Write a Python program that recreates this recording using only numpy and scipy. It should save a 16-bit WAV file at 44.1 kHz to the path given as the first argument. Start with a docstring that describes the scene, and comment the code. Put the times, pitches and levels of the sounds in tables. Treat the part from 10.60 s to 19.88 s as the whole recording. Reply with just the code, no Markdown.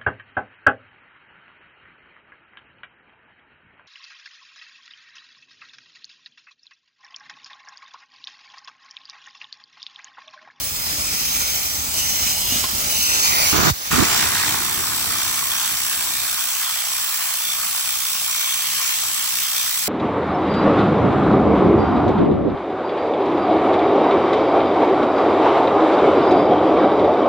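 """A steam cleaner hisses inside an open car door, close to a two-port microphone: filtered noise in three
parts (roar, rush and hiss), with hollow rings that glide and fade. A low draught and a few knocks join in.
The free jet swings nearer, gusts of noise and a thump buffet the microphone, and the level dips briefly.
Then the round brush meets the wet plastic panel and scrubs to and fro: the noise sputters
about 62 times a second through the bristles, with ticking droplets and a faint hum."""
import sys
import numpy as np
from scipy import signal
from scipy.fft import rfft, irfft
from scipy.io import wavfile
from scipy.ndimage import uniform_filter1d, map_coordinates

SR = 44100
rng = np.random.default_rng(int(sys.argv[2]) if len(sys.argv) > 2 else 0)


def dump(signal):
    """Clip the signal to [-1, 1] and save it as 16-bit WAV at the path in sys.argv[1]."""
    limited = np.clip(np.atleast_2d(signal).T, -1, 1)
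    pcm = np.round(limited * 32767).astype(np.int16)
    wavfile.write(sys.argv[1], SR, pcm)


N = 409248
T = np.arange(N) / SR  # time of each sample, s
HZ = np.fft.rfftfreq(N, 1 / SR)
SWITCH_S = 3.309  # the brush meets the panel


def gain_of(db):
    """Turns decibels into a gain."""
    return 10 ** (np.asarray(db) / 20)


def evened(x):
    """Scales to rms 1."""
    return x / np.sqrt(np.mean(x ** 2) + 1e-20)


def read(points, hz):
    """Reads a curve over frequency, with straight lines on a log-frequency axis."""
    f, value = np.transpose(points)
    return np.interp(np.log(hz + 1), np.log(f), value)


def follow(rows):
    """Gives each column of a curve over time at every sample."""
    s, *columns = np.transpose(rows)
    return [np.interp(T, s, column) for column in columns]


def shaped(x, gain):
    """Filters by a gain for each frequency."""
    return irfft(rfft(x) * gain, N)


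def band_rms(x, lo, hi):
    """Measures the level of a sound within a band."""
    return shaped(x, (HZ > lo) & (HZ < hi)).std()


def waver(rate_hz):
    """Random wandering of rms 1, mostly slower than the given rate."""
    return evened(shaped(rng.standard_normal(N), 1 / (1 + (HZ / rate_hz) ** 2)))


def gate(start, end, edge_s):
    """1 between two moments, with sloping edges."""
    return np.clip(np.minimum(T - start, end - T) / edge_s + .5, 0, 1)


def pair(same, phase):
    """White turbulence at two ports: partly the same noise, with the left port ahead by a phase."""
    a, b = rfft(rng.standard_normal((2, N)))
    same = np.clip(same, 0, 1)
    right = (same * a + np.sqrt(1 - same ** 2) * b) * np.exp(-1j * phase)
    return irfft(np.array([a, right]), N)


def echoed(x, lag_ms, strength, dull_hz=6000):
    """A near surface throws back a dull, inverted copy, which combs the sound as the lag changes."""
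    late = T - lag_ms / 1000
    dull = shaped(x, 1 / (1 + (HZ / dull_hz) ** 4))
    return x - strength * np.array([np.interp(late, T, side) for side in dull])


def lagged(x, lag_ms):
    """Delays a sound by a changing amount."""
    return map_coordinates(x, [(T - lag_ms / 1000) * SR], order=3, mode="nearest")


def swept(x, lag_ms):
    """As the source moves sideways, it reaches the left port later or sooner."""
    return np.array([lagged(x[0], lag_ms), x[1]])


def patches(shape, size=(7, 12)):
    """Random patches of rms 1 that swell and fade, smoothed over size (bins, frames)."""
    across_bins = uniform_filter1d(rng.standard_normal(shape), size[0], axis=-2)
    return evened(uniform_filter1d(across_bins, size[1], axis=-1))


# strength at which each jet's parts have their listed levels
USUAL_DB = -20


def part_levels(strength_db, parts):
    """Roar, rush and hiss each follow the jet's strength by their own amount."""
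    return [db + slope * (strength_db - USUAL_DB) for db, slope in parts]


# the microphone housing sets the lead of the left port in the treble: f/Hz, phase/rad
HOUSING_PHASE = [(7700, 0), (8400, -1.8), (9100, -3.0), (9650, -3.1), (10400, 0), (11800, 0), (12250, .8),
                 (12600, 3), (13700, 3.1), (14100, .3), (14500, 0)]
# balance of the jets between the ports: f/Hz, left minus right level/dB
BALANCE_DB = [(300, -2.5), (700, -1), (1300, -3.5), (2400, .5), (4400, 0.5), (8100, -2), (11000, 0.5)]
# likeness of the two ports; the rest is scatter: f/Hz, share 0-1
LIKENESS = [(60, .92), (520, .88), (750, .68), (1500, .72), (2200, .4), (3400, .22), (4500, .26),
            (5900, .18), (7000, .3), (8300, .7), (9300, .96), (10000, .72), (10700, .96), (12300, .82),
            (13000, .98), (15000, .96)]
DIRECT_LIKENESS = 0.98


def steam(colour, phase, peaks, direct_patchy_db, scatter_patchy_db, aimed):
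    """Jet noise as roar, rush and hiss, each of level 1: ringing direct sound plus scatter off the door."""
    lead = np.where(HZ < HOUSING_PHASE[0][0], read(phase, HZ), read(HOUSING_PHASE, HZ))
    half_balance = np.array([[.5], [-.5]]) * read(BALANCE_DB, HZ)
    tint = gain_of(read(colour, HZ) + half_balance)
    sources = shaped(np.array([pair(DIRECT_LIKENESS, lead), pair(0, 0)]), tint)
    hz, t, (direct, scatter) = signal.stft(sources, SR, nperseg=1024)
    ring_db = 0
    for centre, width, db in peaks:
        offset = 2 * (hz[:, None] - np.interp(t, T, centre)) / width
        ring_db = ring_db + np.interp(t, T, db) / (1 + offset ** 2)
    # the straighter the aim, the less scatter
    scattered = (1 - read(LIKENESS, hz)[:, None]) * np.clip(1 - np.interp(t, T, aimed), 0, 1)
    direct = direct * np.sqrt(1 - scattered) * gain_of(ring_db + direct_patchy_db * patches(ring_db.shape))
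    scatter = scatter * np.sqrt(scattered) * gain_of(scatter_patchy_db * patches(scatter.shape))
    noise = signal.istft(direct + scatter, nperseg=1024)[1][:, :N]
    bands = [(700, 1800), (1800, 7500), (7500, 16000)]  # where each part's level is set, Hz
    low, high = (1 / (1 + (HZ / split_hz) ** 8) for split_hz in bands[1])
    shares = [low, high - low, 1 - high]
    return [shaped(noise, share) / band_rms(noise, *band) for share, band in zip(shares, bands)]


# hollow rings and breathy whistles that come and go as the wand moves:
# start t/s, end t/s, from f/Hz, to f/Hz, level/dB
RINGS = [(-0.1, 1.05, 2490, 2330, 6.5), (-0.1, 1.2, 5170, 5540, 10), (0.55, 1.1, 3220, 3120, 7),
         (0.55, 1.25, 6300, 6280, 6), (1.35, 2.06, 2920, 2960, 7), (1.36, 1.72, 3680, 3600, 2),
         (1.4, 2.05, 6150, 6480, 8), (1.4, 1.8, 5600, 5500, 7), (1.55, 1.85, 2200, 2200, 4.5),
         (1.75, 2.4, 680, 600, 5), (2.18, 2.548, 3080, 2600, 6.5), (2.25, 2.7, 6070, 5950, 4.5),
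         (2.44, 2.9, 5450, 4950, 3), (2.55, 2.93, 980, 880, 4), (2.58, 2.932, 2450, 2230, 6.5),
         (3.12, 3.32, 2900, 3200, 2), (4.3, 4.48, 5015, 4950, 8), (4.93, 5.25, 3045, 3000, 2),
         (7.7, 7.896, 5120, 5100, -1), (7.8, 8.45, 2600, 2650, 3), (8.86, 9.05, 5200, 5190, 0)]
RING_WIDTH_HZ, RING_EDGE_S = 370, 0.17


def rings():
    """Each ring glides and fades in and out: (Hz curve, width, dB curve)."""
    curves = []
    for start, end, from_hz, to_hz, db in RINGS:
        glide = np.interp(T, [start, end], [from_hz, to_hz])
        curves.append((glide, RING_WIDTH_HZ, db * gate(start, end, RING_EDGE_S)))
    return curves


# DIP_DB is the depth before the recovery eats into it
DIP_S, DIP_FALL_S, DIP_DB, DIP_RECOVERY_DB_PER_S = 3.1, 0.029, -16.5, 33


def dip():
    """The level falls quickly between the gusts and creeps back, in dB."""
    age = np.maximum(T - DIP_S, 0)
    return np.minimum(age / DIP_FALL_S, 1) * np.minimum(DIP_DB + DIP_RECOVERY_DB_PER_S * age, 0)


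# tone of the free jet: f/Hz, relative level/dB per Hz
OPEN_COLOUR = [(200, -17), (350, -13.5), (490, -15), (640, -10), (850, -9.5), (1100, -7.5), (1800, -5),
               (2400, -4), (3500, -2), (5600, 1.5), (6600, 1), (7900, -2), (9200, -1.5), (10600, -7.5),
               (12300, -7.5), (15300, -1.5)]
# lead of the left port: f/Hz, phase/rad
OPEN_PHASE = [(100, -1), (400, -1.2), (800, -1.68), (1200, -2.5), (1680, -3), (2000, -4.5), (2400, -6.5),
              (3000, -7.5), (3300, -8.5), (3650, -9.5), (4400, -11), (4900, -14), (5450, -15), (6200, -19),
              (7000, -21), (7700, -28)]
# strength as the wand swings about and comes nearer: t/s, level/dB
SWING = [(0.0, -25), (0.16, -24.5), (0.48, -21), (0.88, -20.5), (1.28, -23), (1.4, -18.5), (1.52, -20.5),
         (1.68, -16.5), (1.84, -21), (1.96, -16.5), (2.08, -21), (2.8, -13.5), (2.95, -13.5)]
# roar, rush and hiss, one row each: level/dB at the usual strength, dB gained per dB of strength
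OPEN_PARTS = [(-35, 0.84), (-24.5, 1.0), (-24.5, 0.6)]
# how straight the jet points at the microphone: t/s, share 0-1
AIM = [(0, 0.07), (1.3, 0.3), (1.55, 0.28), (2.1, 0.17), (2.36, 0.35), (2.43, 0.77), (2.65, 0.64),
       (2.86, 0.7), (2.96, 0), (3.2, .1)]
# the wand sweeps across the ports: t/s, extra lag of the left port/ms
SWEEP = [(0, -0.0033), (1.15, 0.0012), (1.55, -0.0018), (2.05, -0.053), (2.33, 0.014), (2.45, 0.006),
         (2.62, 0.015), (2.85, 0.055), (3.15, 0.036)]
# the jet roars more as it turns towards the microphone
TURN_S, TURN_LENGTH_S, TURN_ROAR_DB = 2.46, 0.58, 3.5
# a gust adds roar and covers rush and hiss
GUST_ROAR_DB, GUST_RUSH_DB, GUST_HISS_DB = 5, -1.5, -5
DIP_ROAR_SHARE, DIP_HISS_SHARE = 0.93, 0.94
DOOR_ECHO_MS, DOOR_ECHO_STRENGTH = 0.6, 0.12  # strength when aimed straight


def open_jet(hiss_rise_db_per_s=0.25, flutter_db=0.72, roar_flutter_db=-0.35, gust_edge_s=0.02):
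    """Smooth hiss with breathy, shifting rings; its echo and its sweep across the ports make it phasey."""
    roar_db, rush_db, hiss_db = part_levels(follow(SWING)[0], OPEN_PARTS)
    facing = np.clip((T - TURN_S) / TURN_LENGTH_S, 0, 1)
    blown = gate(GUSTS[0][0], GUSTS[1][1], gust_edge_s)  # spans the first two gusts
    roar_db = roar_db + TURN_ROAR_DB * facing + GUST_ROAR_DB * blown
    roar_db = roar_db + roar_flutter_db * waver(50) + DIP_ROAR_SHARE * dip()
    rush_db = rush_db + GUST_RUSH_DB * blown + dip()
    hiss_db = hiss_db + hiss_rise_db_per_s * T + GUST_HISS_DB * blown + DIP_HISS_SHARE * dip()
    aimed, = follow(AIM)
    roar, rush, hiss = steam(OPEN_COLOUR, OPEN_PHASE, rings(), direct_patchy_db=2.8,
                             scatter_patchy_db=2.5, aimed=aimed)
    body = gain_of(rush_db) * rush + gain_of(roar_db) * roar
    body = echoed(body, DOOR_ECHO_MS, DOOR_ECHO_STRENGTH * aimed)
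    body = swept(body, follow(SWEEP)[0])
    return (body + gain_of(hiss_db) * hiss) * gain_of(flutter_db * waver(33))


# tone of the air stirred by the free jet: f/Hz, relative level/dB per Hz
BREEZE_COLOUR = [(15, -9), (38, -1.5), (75, 3), (130, -3.5), (260, -6.5), (450, -18), (900, -23)]
# tone of the draught shed by the bristles: f/Hz, relative level/dB per Hz
WAKE_COLOUR = [(15, -30), (35, -3.5), (80, 3.5), (130, 0), (200, -1), (330, -2.5), (480, -8.5), (800, -60)]
BREEZE_DB, DIP_BREEZE_SHARE = -39, 0.83
WAKE_DB, WAKE_FALL_DB_PER_S, WAKE_REST_DB = -30.5, 8.5, -55
# the wake stops reaching the microphone, down to its rest level
WAKE_END_S, WAKE_END_LENGTH_S = 5.77, 0.49


def draught(on_panel, lumps_db=2.0, lean_db=5):
    """Low lumpy air stirred by the jet, then a bristle wake that leans to the right port and dies away."""
    breeze = shaped(pair(0.92, 0), gain_of(read(BREEZE_COLOUR, HZ)))
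    wake = shaped(pair(0.81, 1.0), gain_of(read(WAKE_COLOUR, HZ)))
    band = (30, 450)  # where both levels are set, Hz
    fall_db = WAKE_FALL_DB_PER_S * np.maximum(T - SWITCH_S, 0)
    dying = gain_of(WAKE_DB - fall_db + np.array([[-.5], [.5]]) * lean_db)
    dying = dying * gate(0, WAKE_END_S, WAKE_END_LENGTH_S)
    breeze = breeze / band_rms(breeze, *band) * gain_of(BREEZE_DB + DIP_BREEZE_SHARE * dip())
    wake = wake / band_rms(wake, *band) * np.hypot(dying, gain_of(WAKE_REST_DB))
    return ((1 - on_panel) * breeze + on_panel * wake) * gain_of(lumps_db * waver(8.9))


# knocks of the handled wand: t/s, level/dB, ring f/Hz, time to fade by 60 dB/s, tick level/dB re the ring
KNOCKS = [(1.662, -35, 240, 0.067, -24), (1.922, -22.5, 250, 0.11, -26), (1.959, -21, 233, 0.062, -20),
          (2.041, -19.5, 1057, 0.056, -3), (2.133, -29, 220, 0.08, -24), (2.385, -31, 212, 0.12, -24)]


def knocks(tick_hz=3600, tick_width=2200, tick_t60=0.06, overtone=1.88, overtone_db=-8):
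    """Each knock is a short plastic ring with one overtone and a bright crack."""
    out = np.zeros((2, N))
    crack = evened(shaped(pair(.5, 0), 1 / (1 + (2 * (HZ - tick_hz) / tick_width) ** 2)))
    for s, db, hz, t60, tick_db in KNOCKS:
        t = np.maximum(T - s, 0)
        # the overtone is opposite at the two ports
        upper = gain_of(overtone_db) * np.array([[1], [-1]]) * np.sin(2 * np.pi * overtone * hz * t)
        ring = (np.sin(2 * np.pi * hz * t) + upper) * np.exp(-np.log(1000) * t / t60)
        tick = crack * (t > 0) * np.exp(-np.log(1000) * t / tick_t60)
        out += gain_of(db) * (ring + gain_of(tick_db) * tick)
    return out


# the jet blows straight on the microphone: start t/s, end t/s, level/dB
GUSTS = [(2.928, 2.971, -19.5), (2.977, 3.103, -18.5), (3.325, 3.375, -20), (3.379, 3.435, -16.5)]
# tone of the buffeting: f/Hz, relative level/dB per Hz
GUST_COLOUR = [(15, -26), (30, -24), (65, 0.5), (150, 1), (320, 2), (480, -10.5), (620, -25), (1200, -7),
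               (2000, -25), (3500, -56)]


def gusts(edge_s=0.0088, lean_db=15, lean_hz=700, lumps_db=2.5, turn_hz=260):
    """Turbulence right at the ports; its bass hits the right one harder."""
    phase = -np.pi * np.exp(-np.log((HZ + 1) / turn_hz) ** 2) * .7
    air = shaped(pair(0.9, phase), gain_of(read(GUST_COLOUR, HZ)))
    air = shaped(air, gain_of(np.array([[-1], [0]]) * lean_db / (1 + (HZ / lean_hz) ** 2)))
    blast = sum(gain_of(db) * gate(start, end, edge_s) for start, end, db in GUSTS)
    # the strongest eddies are squashed at the ports
    squashed = np.tanh(evened(air) * gain_of(lumps_db * waver(46)) / 2)
    return evened(squashed) * blast


def thump(start_s=3.097, length_s=0.048, from_hz=245, to_hz=30, level_db=-15):
    """The first pair of gusts ends in a short falling thump, weaker at the left port."""
    age = np.clip((T - start_s) / length_s, 0, 1)
    turns = np.cumsum(from_hz * (to_hz / from_hz) ** age) / SR
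    swell = np.sin(np.pi * age) * (1 - age) * 2
    return gain_of(level_db + np.array([[-7], [0]])) * swell * np.sin(2 * np.pi * turns)


def throb(turns, depth_db, second=0.18, third=0.44):
    """Gain over one spurt of steam: a sharp crest and a longer trough, rms 1 overall."""
    angle = 2 * np.pi * turns
    wave = np.cos(angle) + second * np.cos(2 * angle) + third * np.cos(3 * angle)
    return evened(gain_of(depth_db * wave))


# tone of the steam through the brush: f/Hz, relative level/dB per Hz
BRUSH_COLOUR = [(30, -45), (90, -18), (200, -18.5), (490, -21), (640, -7.5), (850, -7.5), (1100, -6.5),
                (1400, -5.5), (1900, -2), (2800, -0.8), (3900, 0.4), (4800, 0.8), (6900, 0.9), (8200, 3),
                (9300, 3), (10600, -3), (12200, -3.5), (13300, 0), (15000, 0.3)]
# lead of the left port: f/Hz, phase/rad
BRUSH_PHASE = [(60, -3), (300, -3), (530, -3.2), (720, -4), (1200, -5.5), (1950, -5), (2300, -6),
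               (3000, -8.5), (3600, -8), (4300, -12), (5050, -15.5), (5900, -19), (6700, -21),
               (7700, -25.5)]
# roar, rush and hiss, one row each: level/dB at the usual strength, dB gained per dB of strength
BRUSH_PARTS = [(-36.5, 0.23), (-24, 0.88), (-23.5, 0.023)]
# hollow between brush cup and panel: f/Hz, width/Hz, level/dB at full seal
CUP = [(1080, 310, 8), (2350, 140, 8), (3390, 650, 15.5), (5810, 1100, 12)]
# how well the cup seals on the panel: t/s, share 0-1
SEAL = [(3.3, 0.22), (3.55, 0.23), (4.15, 0.7), (4.7, 0.66), (5.04, 0.84), (5.3, 0.57), (6.3, 0.7),
        (7.0, 0.67), (7.65, 0.75), (7.92, 0.92), (8.3, 0.65), (8.55, 0.45), (8.9, 0.63)]
# wet steam sputters in the brush: t/s, spurt rate f/Hz, depth as a factor
SPUTTER = [(3.3, 63.15, 1.1), (3.8, 63.72, 1.7), (4.3, 63.32, 1.6), (5.1, 62.9, 1.4), (6.0, 62.7, 1.3),
           (7.0, 61.33, 1.29), (7.8, 61.5, 1.56), (8.3, 63.3, 0.96), (8.7, 62.4, 1.4), (9.2, 61.55, 1.63)]
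# extra roar dies away as the brush beds in; BED_S is the time to fall to 37 % of the extra dB
BED_ROAR_DB, BED_S = 14, 1.25
GLASS_ECHO_MS, GLASS_SWING_MS, GLASS_ECHO_STRENGTH = 0.99, 0.13, 0.18
STROKE_LAG_MS = 0.014


def brush_jet(turns, escape_db, roar_lag=0.25, wander=0.032, rocking=0.16):
    """Steam spurts unevenly through the bristles and rings the rocking cup; the roar trails each spurt."""
    roar_db, rush_db, hiss_db = part_levels(escape_db, BRUSH_PARTS)
    roar_db = roar_db + BED_ROAR_DB * np.exp(-np.maximum(T - SWITCH_S, 0) / BED_S)
    seal, = follow(SEAL)
    cup = [(hz * (1 + wander * waver(1.9)), width, db * seal * (1 + rocking * waver(7.2)))
           for hz, width, db in CUP]
    roar, rush, hiss = steam(BRUSH_COLOUR, BRUSH_PHASE, cup + rings(), direct_patchy_db=1.7,
                             scatter_patchy_db=2.0, aimed=np.zeros(N))
    strength = follow(SPUTTER)[1] * (1 + 0.25 * waver(31))
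    uneven = waver(49)
    roar = roar * throb(turns - roar_lag, depth_db=2.0 * strength) * gain_of(roar_db + 1.3 * waver(40))
    # the larger eddies of the rush feel each spurt more than the fine ones
    coarse = shaped(rush, 1 / (1 + (HZ / 4000) ** 6))
    fine = rush - coarse
    rush = coarse * throb(turns, depth_db=1.96 * strength) + fine * throb(turns, depth_db=0.7 * strength)
    # the strokes change the gap to the window glass and carry the brush across the ports
    stroke = waver(8.5)
    rush = echoed(rush, GLASS_ECHO_MS + GLASS_SWING_MS * stroke, GLASS_ECHO_STRENGTH)
    rush = swept(rush, STROKE_LAG_MS * stroke) * gain_of(rush_db + .5 * uneven)
    hiss = hiss * throb(turns, depth_db=1.28 * strength) * gain_of(hiss_db + .5 * uneven)
    return roar + rush + hiss


def spits(escape_db, per_s=260, level_db=-17.5, spread_db=4, cycles=3, count=20):
    """Droplets and flicking bristles tick on the wet panel, more strongly with more rush."""
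    t, out = T[:512], np.zeros((2, N))
    for hz in np.geomspace(1100, 9000, count):
        happens = rng.random(N) < per_s / count / SR
        hits = happens * gain_of(spread_db * np.minimum(rng.exponential(1, N), 4))
        tick = np.exp(-t * hz / cycles) * np.sin(2 * np.pi * (hz * t + rng.random((2, 1))))
        out += signal.oaconvolve(hits[None], tick / np.linalg.norm(tick), axes=1)[:, :N]
    out = shaped(out, 1 - 1 / (1 + (HZ / 900) ** 8))  # too small to radiate bass
    return evened(out) * gain_of(level_db + escape_db)


# hum at 1 to 4 times the spurt rate, one value each, before swelling: level/dB
HUM_DB = [-71.5, -66, -66.5, -75]
# rise and fall of the whole hum: t/s, level/dB
HUM_SWELL = [(5.5, -1), (6.6, -1), (7.15, 0), (7.8, -4), (8.12, 6), (8.4, 0), (9.1, 3)]


def hum(turns, swell_db=4.5, swell_hz=4):
    """The spurts shake the wand: faint low tones that swell and fade."""
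    tones = 0
    for order, db in enumerate(HUM_DB, start=1):
        swell = gain_of(db + swell_db * waver(swell_hz))
        tones = tones + swell * np.sqrt(2) * np.sin(2 * np.pi * order * turns)
    return tones * gain_of(follow(HUM_SWELL)[0])


# strength of the steam that escapes past the bristles: t/s, level/dB
ESCAPE = [(3.32, -15), (3.62, -13), (3.71, -19), (3.8, -16.5), (4.16, -23.5), (4.7, -20.5), (4.88, -24),
          (5.06, -20), (5.15, -22.5), (7.49, -23), (8.03, -22), (8.21, -19.5), (8.57, -21), (9.27, -22)]
# uneven strokes to and fro open and close the bristles
STROKES_HZ, STROKE_DB = 8, -0.24


def scene():
    """The open jet gives way to the sputtering brush."""
    turns = np.cumsum(follow(SPUTTER)[0] + 0.57 * waver(6.53)) / SR  # spurts so far
    on_panel = np.clip((T - SWITCH_S) / 0.014 + .5, 0, 1)
    escape_db = follow(ESCAPE)[0] + STROKE_DB * waver(STROKES_HZ)
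    jet = (1 - on_panel) * open_jet()
    scrubbing = on_panel * (brush_jet(turns, escape_db) + spits(escape_db) + hum(turns))
    return jet + draught(on_panel) + knocks() + gusts() + thump() + scrubbing


def record(dry, low_cut_hz=26, edge_hz=15850):
    """The microphone's low cut and the recorder's band limit."""
    dry = shaped(dry, 1 - 1 / (1 + (HZ / low_cut_hz) ** 4))
    band_limit = signal.firwin(1023, edge_hz, window=("kaiser", 9), fs=SR)
    return signal.oaconvolve(dry, band_limit[None], "same")


dry = scene()
out = record(dry)
dump(out)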